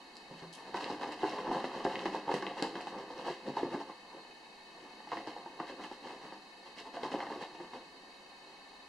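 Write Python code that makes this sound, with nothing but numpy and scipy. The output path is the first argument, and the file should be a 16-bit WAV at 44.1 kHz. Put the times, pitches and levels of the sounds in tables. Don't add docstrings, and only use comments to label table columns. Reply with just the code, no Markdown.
import sys
import numpy as np
from scipy import signal
from scipy.fft import rfft, irfft, next_fast_len
from scipy.io import wavfile

SR = 44100
rng = np.random.default_rng(int(sys.argv[2]) if len(sys.argv) > 2 else 0)


def wav_record(signal):
    frames = np.transpose(np.atleast_2d(signal))
    bounded = np.clip(frames, -1, 1)
    quanta = np.round(bounded * 32767).astype(np.int16)
    wavfile.write(sys.argv[1], SR, quanta)


N = 391608

# (time [s], thud [dB], pat [dB], slap [dB], rise [s],
# skid [dB], rasp [dB], foam note [Hz], cloth note [Hz])
LANDINGS = [(.308, -47, -61, -77, 0.0044, -53.5, -61, 320, 900),
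            (0.7422, -35.5, -36.5, -39.5, 0.0013, -42, -54, 340, 820),
            (1.011, -46, -42.5, -49, 0.00073, -41.5, -48, 380, 930),
            (1.032, -47, -35, -41, 0.00064, -51, -59, 490, 1090),
            (1.231, -26.5, -32, -54, 0.00066, -47.5, -59, 390, 750),
            (1.239, -34, -31, -54, .0008, -50, -62, 297, 890),
            (1.333, -41, -39.5, -51, 0.00057, -44.5, -60, 350, 700),
            (1.385, -47, -38.5, -44, 0.00078, -45.5, -53.5, 350, 990),
            (1.512, -37.5, -36.5, -49, 0.0027, -37, -47.5, 282, 910),
            (1.641, -33, -34.5, -38, 0.0011, -47, -49.5, 310, 880),
            (1.849, -26.5, -28.5, -36.5, 0.0016, -50, -53.5, 408, 685),
            (1.864, -29.5, -35.5, -54, 0.00078, -49, -56, 190, 890),
            (2.0551, -29.5, -32, -35, 0.00098, -41.5, -49, 362, 905),
            (2.278, -42, -33, -66, 0.002, -52, -56, 400, 910),
            (2.29, -36, -30, -58, 0.001, -51, -64, 555, 890),
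            (2.3, -33, -36, -60, 0.0016, -50, -60, 510, 800),
            (2.314, -33, -31.5, -39, 0.0012, -55, -55, 400, 890),
            (2.339, -26.5, -35.5, -50, 0.00081, -42, -44, 450, 735),
            (2.423, -38, -45, -38.5, 0.0019, -46, -53, 360, 820),
            (2.465, -38, -42, -45, 0.00084, -45, -56, 346, 840),
            (2.508, -52, -41.5, -65, 0.0016, -63, -61, 360, 825),
            (2.572, -47, -43, -61, 0.001, -43.5, -48.5, 300, 835),
            (2.6225, -29.5, -37.5, -38, 0.00051, -38.5, -44.5, 290, 860),
            (2.754, -37, -43, -40.5, 0.0011, -46, -53.5, 360, 840),
            (2.806, -51, -44, -54, 0.00086, -62, -58, 298, 1030),
            (2.869, -42, -37, -54, 0.0007, -53, -52, 364, 830),
            (2.982, -52, -50, -58, 0.00049, -59, -55, 530, 890),
            (3.101, -46, -45, -56, 0.0021, -52.5, -57, 333, 860),
            (3.282, -51, -38, -47, 0.0011, -50, -58, 382, 870),
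            (3.301, -33, -52, -62, 0.0011, -66, -49.5, 384, 920),
            (3.466, -41, -57, -66, 0.003, -43, -51, 400, 840),
            (3.567, -35.5, -29.5, -41, 0.002, -41.5, -48, 544, 920),
            (3.63, -25, -42, -46.5, 0.00131, -40, -58, 332, 720),
            (3.741, -34, -39, -45, 0.00086, -46.5, -60, 268, 970),
            (5.002, -58, -49.5, -54, 0.00082, -75, -70, 520, 860),
            (5.072, -54, -47, -57, 0.00051, -76, -58, 360, 840),
            (5.1171, -42.5, -34, -41, 0.0006, -56, -57, 490, 1060),
            (5.124, -42, -39, -43, 0.0013, -55, -60, 490, 1000),
            (5.13, -52, -36, -44, 0.00165, -48, -56, 496, 930),
            (5.169, -41, -44, -44, 0.0018, -46, -53.5, 334, 840),
            (5.271, -40.5, -42.5, -57, 0.0024, -48, -51.5, 305, 860),
            (5.362, -52, -42, -62, 0.0016, -54, -60, 517, 875),
            (5.459, -52, -42.5, -65, 0.00089, -59, -72, 360, 895),
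            (5.6, -35, -32.5, -44.5, 0.00056, -44.5, -60, 314, 685),
            (5.696, -43.5, -56, -48, 0.001, -51.5, -65, 540, 730),
            (5.841, -53, -53, -49, 0.00096, -54, -54.5, 312, 900),
            (5.913, -41, -43, -61, 0.00087, -60, -54.5, 400, 820),
            (6.321, -46, -47, -51, 0.0016, -57, -64, 496, 920),
            (6.966, -50, -39, -50, 0.0034, -55, -66, 490, 720),
            (7.031, -36.5, -38.5, -42, 0.00193, -40.5, -47.5, 275, 860),
            (7.116, -43, -43, -44, 0.00097, -43.5, -48, 278, 860),
            (7.138, -36, -36, -56, 0.0015, -44, -66, 283, 880),
            (7.203, -55, -38, -51, 0.0013, -46, -53.5, 310, 910),
            (7.267, -47, -41, -46, 0.00072, -63, -68, 290, 830),
            (7.357, -41, -46, -54, 0.0015, -54, -64, 380, 690),
            (7.6, -46, -46, -60, 0.0021, -48.5, -59, 380, 804),
            (7.733, -45.5, -44.5, -53, 0.0013, -50, -55.5, 436, 820)]
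# (frequency [Hz], level [dB])
FOAM_TONE = [(30, -27), (60, -17), (95, -22.5), (140, -7), (200, -2), (330, 6.5), (520, 1), (750, -10.5),
             (1500, -42), (4000, -82)]
# (frequency [Hz], level [dB])
CLOTH_TONE = [(100, -78), (400, -13.5), (680, 0), (900, 2), (1150, -4), (1700, -11), (3000, -39.5),
              (8000, -67)]
# (frequency [Hz], level [dB])
WEAVE_TONE = [(300, -76.5), (1000, 7.5), (1650, 5), (2900, -1), (4300, -8), (5500, -13.5), (8000, -29),
              (12000, -41)]


def amp(db):
    return 10 ** (np.asarray(db) / 20)


def unit(x):
    return x / np.sqrt(np.mean(x ** 2) + 1e-20)


def along(points, hz):
    freqs, values = np.transpose(points)
    return np.interp(np.log(hz + 1), np.log(freqs + 1), values)


def bumps(peaks, hz):
    return sum(db * np.exp(-.5 * ((hz - centre) / width) ** 2) for centre, width, db in peaks)


def coloured(x, db_of_hz):
    n = x.shape[-1]
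    size = 2 * next_fast_len(n // 2 + 2048)
    gain = np.maximum(amp(db_of_hz(np.fft.rfftfreq(size, 1 / SR))), 1e-6)
    cepstrum = irfft(np.log(gain), size)
    cepstrum[1:size // 2] *= 2
    cepstrum[size // 2 + 1:] = 0
    return irfft(rfft(x, size) * np.exp(rfft(cepstrum)), size)[..., :n]


def through(x, tone):
    power = np.mean(amp(along(tone, np.linspace(0, SR / 2, num=4096))) ** 2)
    return coloured(x, lambda hz: along(tone, hz)) / np.sqrt(power)


def add(track, s, sound):
    start = max(round(s * SR), 0)
    part = track[:, start:start + sound.shape[-1]]
    part += sound[:, :part.shape[-1]]


def left_right(x, width):
    side = coloured(x[1], lambda hz: along(width, hz))
    return np.array([x[0] + side, x[0] - side])


def background_hiss():
    # (frequency [Hz], level [dB])
    hiss_tone = [(25, -5.5), (55, -4.5), (100, -25), (200, 2), (450, -2.5), (850, 7), (1400, -1),
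                 (2000, -6), (3000, -9), (4400, -1.5), (5200, -10.5), (7000, -16.5), (12000, -25.5)]
    # (frequency [Hz], width [Hz], depth [dB])
    hollows = [(2320, 48, 13), (3410, 46, 9), (4010, 33, 8), (4820, 27, 1), (5150, 36, 15), (5580, 70, 7)]
    # (frequency [Hz], side minus mid [dB])
    hiss_width = [(50, -12), (110, -4.5), (250, -13), (500, 0), (900, -12.5), (1500, 2.5), (3000, -14),
                  (6000, -4.5), (11000, -3.5)]
    # (frequency [Hz], width [Hz], level [dB], left minus right [dB])
    whistle_notes = [(1630, 350, -15.5, 9), (1795, 72, 9.5, 12.5), (2212, 87, 14, 0.5),
                     (2572, 107, 11.5, 6.5), (2990, 44, 10, -7), (3230, 220, -3, 3.5), (3786, 54, 13, -3),
                     (4190, 55, 11.5, -8), (4608, 91, 7.5, -5.5)]

    def whistle_db(hz, ear):
        return 10 * np.log10(sum(amp(db + ear * pan / 2) ** 2 / (1 + (2 * (hz - centre) / width) ** 4)
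                                 for centre, width, db, pan in whistle_notes))

    hiss = through(rng.standard_normal((2, N)), hiss_tone)
    hiss = coloured(hiss, lambda hz: -bumps(hollows, hz))
    whistles = [coloured(rng.standard_normal(N), lambda hz: whistle_db(hz, ear)) for ear in (1, -1)]
    return amp(-57.5) * left_right(hiss, hiss_width) + amp(-58) * unit(np.array(whistles))


def room_echo(x, stretches=30):
    # (frequency [Hz], fade time [s])
    fade_times = [(150, 0.3), (800, 0.31), (4000, 0.41), (12000, 0.28)]
    out = np.zeros((2, N))
    step = N // stretches + 1
    for start in range(0, N, step):
        hz, t, noise = signal.stft(rng.standard_normal((2, SR // 3)), SR, nperseg=256)
        fade = amp(-60 * t / along(fade_times, hz)[:, None])
        tail = signal.istft(noise * fade, SR, nperseg=256)[1]
        tail /= np.linalg.norm(tail[0])
        add(out, start / SR + .005, signal.fftconvolve(x[:1, start:start + step], tail, axes=1))
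    return out


def floorboards(rise_s=0.0013):
    # (time [s], level [dB])
    push_offs = [(0.309, -51.5), (0.422, -47)]
    # (frequency [Hz], level [dB], fade time [s])
    board_notes = [(166.7, -1, 0.35), (316, -3, .12), (377, -1.5, 0.082)]
    out = np.zeros((2, N))
    t = np.arange(SR // 2) / SR
    ring = sum(amp(db - 60 * t / t60) * np.sin(2 * np.pi * hz * t) for hz, db, t60 in board_notes)
    ring *= 1 - np.exp(-t / rise_s)
    for s, db in push_offs:
        add(out, s, amp(db) * ring * np.array([[1], [0]]))
    return out


def fibres(rate, spread_db, smooth):
    slips = (rng.random(N) < rate / SR) * amp(spread_db * np.minimum(rng.exponential(size=N), 3))
    crackle = unit(slips * rng.standard_normal((2, N)))
    return unit(crackle + smooth * rng.standard_normal((2, N)))


def cover_rustle(quiet_floor_db=-63.5):
    # (time [s], level [dB])
    shifts = [(0.0, -53), (0.67, -53.5), (0.94, -48), (1.11, -50), (1.46, -39.5), (3.39, -47.5),
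              (3.68, -45), (3.91, -53.5), (4.55, -56.5), (5.34, -49.5), (6.75, -56.5), (7.2, -46),
              (7.81, -53), (8.88, -56.5)]
    times, db = np.transpose(shifts)
    level = amp(np.interp(np.arange(N) / SR, times, db))
    level = np.sqrt(np.maximum(level ** 2 - amp(quiet_floor_db) ** 2, 0))
    rub = lambda tone: through(level * fibres(rate=900, spread_db=2.5, smooth=0.84), tone)
    return amp(-8) * rub(FOAM_TONE) + amp(-9.5) * rub(CLOTH_TONE) + amp(-13) * rub(WEAVE_TONE)


def catching_threads(rate, centre_hz, spread, cycles, size_db):
    starts = np.flatnonzero(rng.random(N) < rate / SR)
    pitch, size, side = np.clip(rng.standard_normal((len(starts), 3)), -2, 2).T[:, :, None]
    n = np.arange(SR // 100)
    turns = centre_hz * np.exp(spread * pitch) * n / SR
    fade = np.exp(-turns / cycles) * (1 - np.exp(-turns))
    ticks = amp(size_db * size) * np.sin(2 * np.pi * turns) * fade
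    places = (starts[:, None] + n).ravel()
    return np.array([unit(np.bincount(places, part.ravel(), N)[:N]) for part in (ticks, ticks * side)])


def slides(foam_db=-2.5, skid_delay_s=0.014, skid_s=0.05, thud_share=0.61):
    # (middle [s], length [s], rub [dB], rasp [dB])
    swipes = [(0.39, 0.024, -74, -54), (0.433, 0.03, -48, -57), (0.594, 0.049, -53, -63),
              (0.769, 0.023, -42, -43.5), (0.678, 0.047, -49.5, -57), (0.827, 0.066, -43.5, -46.5),
              (0.91, 0.064, -42.5, -49.5), (1.082, 0.022, -39.5, -51), (1.125, 0.028, -46, -48),
              (1.282, 0.15, -45.5, -47.5), (1.473, 0.048, -38, -56), (1.555, 0.04, -39, -48),
              (1.597, 0.049, -42.5, -51), (1.767, 0.1, -44, -52), (1.93, 0.082, -44.5, -49),
              (2.013, 0.046, -43.5, -50), (2.152, 0.047, -39.5, -47), (2.277, 0.0089, -39, -57),
              (2.32, 0.037, -47, -50), (2.814, 0.027, -53, -52.5), (2.967, 0.077, -44.5, -63),
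              (3.196, 0.051, -45.5, -52), (3.277, 0.05, -40.5, -46), (3.737, 0.042, -40, -50),
              (3.809, 0.021, -44, -50.5), (3.903, 0.03, -47.5, -60), (4.158, 0.11, -55, -70),
              (4.835, 0.17, -57, -65), (5.69, 0.04, -59, -51), (5.802, 0.032, -45, -68),
              (5.832, 0.045, -47.5, -52.5), (6.088, 0.088, -47, -52.5), (6.25, 0.085, -51.5, -57.5),
              (6.676, 0.055, -56, -58), (6.792, 0.038, -53, -48.5), (6.868, 0.029, -48.5, -58),
              (6.954, 0.033, -47.5, -52), (7.188, 0.014, -44, -53), (7.32, 0.062, -45, -52.5),
              (7.425, 0.039, -44, -47.5), (7.552, 0.011, -47.5, -56)]
    skids = [(s + skid_delay_s, skid_s, skid_db, rasp_db, foam_db + thud_share * (thud_db - pat_db), s)
             for s, thud_db, pat_db, _, _, skid_db, rasp_db, _, _ in LANDINGS]
    return [(*swipe, foam_db, 0) for swipe in swipes] + skids


def sliding_paws(grip_share=0.46, release_share=0.54, before_landing_db=-4, usual_rasp_db=-49):
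    # (frequency [Hz], level [dB])
    whisk_tone = [(600, -48), (2000, 2), (3000, 3.5), (4300, 3), (5500, -6.5), (8000, -13.5), (12000, -24)]
    power = np.zeros((4, N))
    t = np.arange(-SR // 4, SR // 4) / SR
    for s, length, rub_db, rasp_db, depth_db, touch in slides():
        swell = np.exp(-(t / (length * np.where(t < 0, grip_share, release_share))) ** 2)
        swell *= np.where(s + t < touch, amp(before_landing_db) ** 2, 1)
        whisk_db = usual_rasp_db - 4 + 0.95 * (rasp_db - usual_rasp_db)
        parts = amp([rub_db + depth_db / 2, rub_db - depth_db / 2, rasp_db, whisk_db]) ** 2
        add(power, s + t[0], parts[:, None] * swell)
    drag, ruffle, rasp, whisk = np.sqrt(power)
    folds = fibres(rate=700, spread_db=1.5, smooth=0.6)
    foam = through(drag * fibres(rate=400, spread_db=2.5, smooth=0.65), FOAM_TONE)
    cloth = through(ruffle * folds, CLOTH_TONE)
    catches = catching_threads(rate=190, centre_hz=2700, spread=0.35, cycles=3, size_db=3.5)
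    weave = fibres(rate=660, spread_db=-1.0, smooth=0.51)
    threads = through(rasp * (0.16 * folds + 0.85 * weave), WEAVE_TONE) + 0.56 * rasp * catches
    crisp = fibres(rate=350, spread_db=2, smooth=0)
    soft = fibres(rate=2000, spread_db=1.5, smooth=0.95)
    fur = through(whisk * (0.93 * soft + 0.42 * crisp), whisk_tone)
    return foam + cloth + threads + fur


def claw_clicks(click_rise_s=0.00016, scratch_rise_s=0.0014, echo_s=.0075, echo_db=-13):
    # (time [s], click [dB], scratch [dB], scratch fade time [s])
    touches = [(0.156, -56, -76, .03), (.1685, -48, -66, .04), (.528, -52, -52, 0.25),
               (1.122, -49, -59, .07), (1.848, -49, -58, .06), (2.3404, -46, -49, 0.082),
               (2.6248, -34, -56, 0.097), (2.812, -50, -64, .04), (6.802, -52, -71, 0.053)]
    # (frequency [Hz], level [dB], fade time [s])
    claw_notes = [(4280, 1.5, 0.0046), (4720, -1.5, 0.0052), (7300, -4.5, 0.0038), (9660, -14, 0.005)]
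    # (frequency [Hz], level [dB])
    scratch_tone = [(1500, -30), (3200, -1), (4200, -5.5), (5300, -8), (6300, -9), (7400, -13), (8600, -13),
                    (9900, -11.5), (12000, -23)]
    out = np.zeros((2, N))
    t = np.arange(SR // 4) / SR
    grain = through(fibres(rate=1200, spread_db=2, smooth=.6), scratch_tone)
    ring = sum(amp(db - 60 * t / t60) * np.sin(2 * np.pi * hz * t) for hz, db, t60 in claw_notes)
    ring *= 1 - np.exp(-t / click_rise_s)
    ring /= np.sqrt(np.mean(ring[:SR // 330] ** 2))
    for s, click_db, scratch_db, t60 in touches:
        click = ring * np.array([[1], [rng.normal(0, .6)]])
        drag = amp(scratch_db - 60 * t / t60) * (1 - np.exp(-t / scratch_rise_s))
        scratch = drag * grain[:, int(s * SR):][:, :len(t)]
        add(out, s, amp(click_db) * click + scratch)
        add(out, s + echo_s, amp(click_db + echo_db) * click)
    return out


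def thread_ring(hz, note_hz, sharpness=1.35):
    ring = 1 / (1 + (sharpness * (hz / note_hz - note_hz / hz)) ** 2) ** 2
    return ring / (1 + (hz / (1.7 * note_hz)) ** 10)


def snapping_threads(grit=0.38, snap_fade_s=.003, fray_fade_s=.055, echo_s=0.0066, echo_db=-8):
    # (time [s], snap [dB], note [Hz], crack over ring [dB], fray over snap [dB])
    plucks = [(0.843, -36.5, 2870, -35, -16), (1.029, -48, 2100, -24, -18), (1.037, -50, 1850, -22, -14),
              (1.123, -45, 2000, -24, -17), (1.226, -46, 2720, -26, -18), (1.642, -49, 2300, -24, -16),
              (1.845, -46, 3660, -26, -18), (1.956, -33.5, 2350, -33, -24), (1.9925, -40.5, 2880, -24, -15),
              (2.057, -48, 2400, -22, -18), (2.063, -39, 2400, -26, -16), (2.131, -45, 2000, -18, -14),
              (2.2895, -46.5, 2100, -35, -20), (2.341, -45, 2000, -16, 7), (2.467, -35, 2400, -33, -25),
              (2.625, -37.5, 2510, -14, -17), (2.8065, -45, 2400, -22, -16), (2.871, -48, 2940, -19, -21),
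              (5.17, -41, 1810, -43, -17), (5.273, -51, 4000, -25, -14), (5.599, -42, 1400, -42, -2),
              (5.839, -45, 1680, -17, -5), (6.786, -46, 2900, -26, -16), (7.034, -44, 3000, -20, -16),
              (7.1345, -53, 3000, -26, -16), (7.204, -35, 1540, -37, -8)]
    # (frequency [Hz], level [dB])
    crack_tone = [(300, -40), (1400, -3), (4000, -3), (6000, -8), (8000, -12), (12000, -24)]
    out = np.zeros((2, N))
    t = np.arange(SR // 5) / SR
    for s, db, note_hz, crack_db, fray_db in plucks:
        crack = lambda hz: amp(crack_db + along(crack_tone, hz)) ** 2
        tone = lambda hz: 10 * np.log10(thread_ring(hz + 1, note_hz) + crack(hz))
        release = grit * amp(-60 * t / snap_fade_s) * rng.standard_normal((2, len(t)))
        release[0, 0] += 1
        snap = coloured(release, tone)
        snap /= np.sqrt(np.mean(snap[:, :SR // 330] ** 2, axis=1, keepdims=True))
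        fray = unit(coloured(rng.standard_normal((2, len(t))), tone))
        fray *= amp(fray_db - 60 * t / fray_fade_s)
        add(out, s, amp(db) * (snap + fray))
        add(out, s + echo_s, amp(db + echo_db) * snap)
    return out


def blow(tone, t60, push, rise):
    t = np.arange(SR // 5) / SR
    force = rng.standard_normal((2, len(t))) * amp(-60 * t / t60) * (1 - np.exp(-t / rise)) ** 2
    force /= np.linalg.norm(force[0])
    force[:, int(rise * SR)] += push
    hit = coloured(force, tone)
    return hit / np.sqrt(np.mean(hit[:, :SR // 70] ** 2, axis=1, keepdims=True))


def landing_paws(note_boost_db=8.5, note_width_share=0.1):
    # (frequency [Hz], level [dB])
    slap_tone = [(400, -40), (1000, 2), (1700, -0.5), (2900, -13.5), (4200, -16.5), (5500, -26.5),
                 (11000, -54)]

    def tuned(tone, note_hz):
        peak = [(note_hz, note_hz * note_width_share, note_boost_db)]
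        return lambda hz: along(tone, hz) + bumps(peak, hz)

    out = np.zeros((2, N))
    for s, thud_db, pat_db, slap_db, rise, _, _, foam_hz, cloth_hz in LANDINGS:
        thud = amp(thud_db - 3.5) * blow(tuned(FOAM_TONE, foam_hz), t60=0.046, push=0.73, rise=rise)
        pat = amp(pat_db - 1.1) * blow(tuned(CLOTH_TONE, cloth_hz), t60=0.032, push=0.86, rise=rise)
        slap = amp(slap_db) * blow(lambda hz: along(slap_tone, hz), t60=0.06, push=0.89, rise=rise)
        add(out, s, thud + pat + slap)
    return out


def scene():
    # (frequency [Hz], width [Hz], boost [dB])
    frame_notes = [(195.7, 7.4, 3), (314, 15, 0), (533, 23, 4), (718.6, 4.4, 4), (892, 12, 1.5)]
    # (frequency [Hz], side minus mid [dB])
    cat_width = [(40, -28), (150, -71), (350, -38), (700, -22), (1400, -15), (2800, -7), (6000, -5),
                 (11000, -6)]
    seat = landing_paws() + sliding_paws() + cover_rustle()
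    sofa = coloured(seat, lambda hz: bumps(frame_notes, hz))
    cat = amp(-1.66) * sofa + snapping_threads() + claw_clicks() + floorboards()
    return left_right(cat + amp(-6) * room_echo(cat), cat_width) + background_hiss()


def record(dry):
    # (frequency [Hz], width [Hz], depth [dB])
    case_dips = [(611.6, 24.6, 6.5), (1386, 107, 10), (2360, 85, 19.5), (3474, 120, 11.5)]
    hollow = coloured(dry, lambda hz: -bumps(case_dips, hz))
    size = next_fast_len(N + SR // 2)
    passes = np.fft.rfftfreq(size, 1 / SR) < 12000
    return irfft(rfft(hollow, size) * passes, size)[:, :N]


dry = scene()
out = record(dry)
wav_record(out)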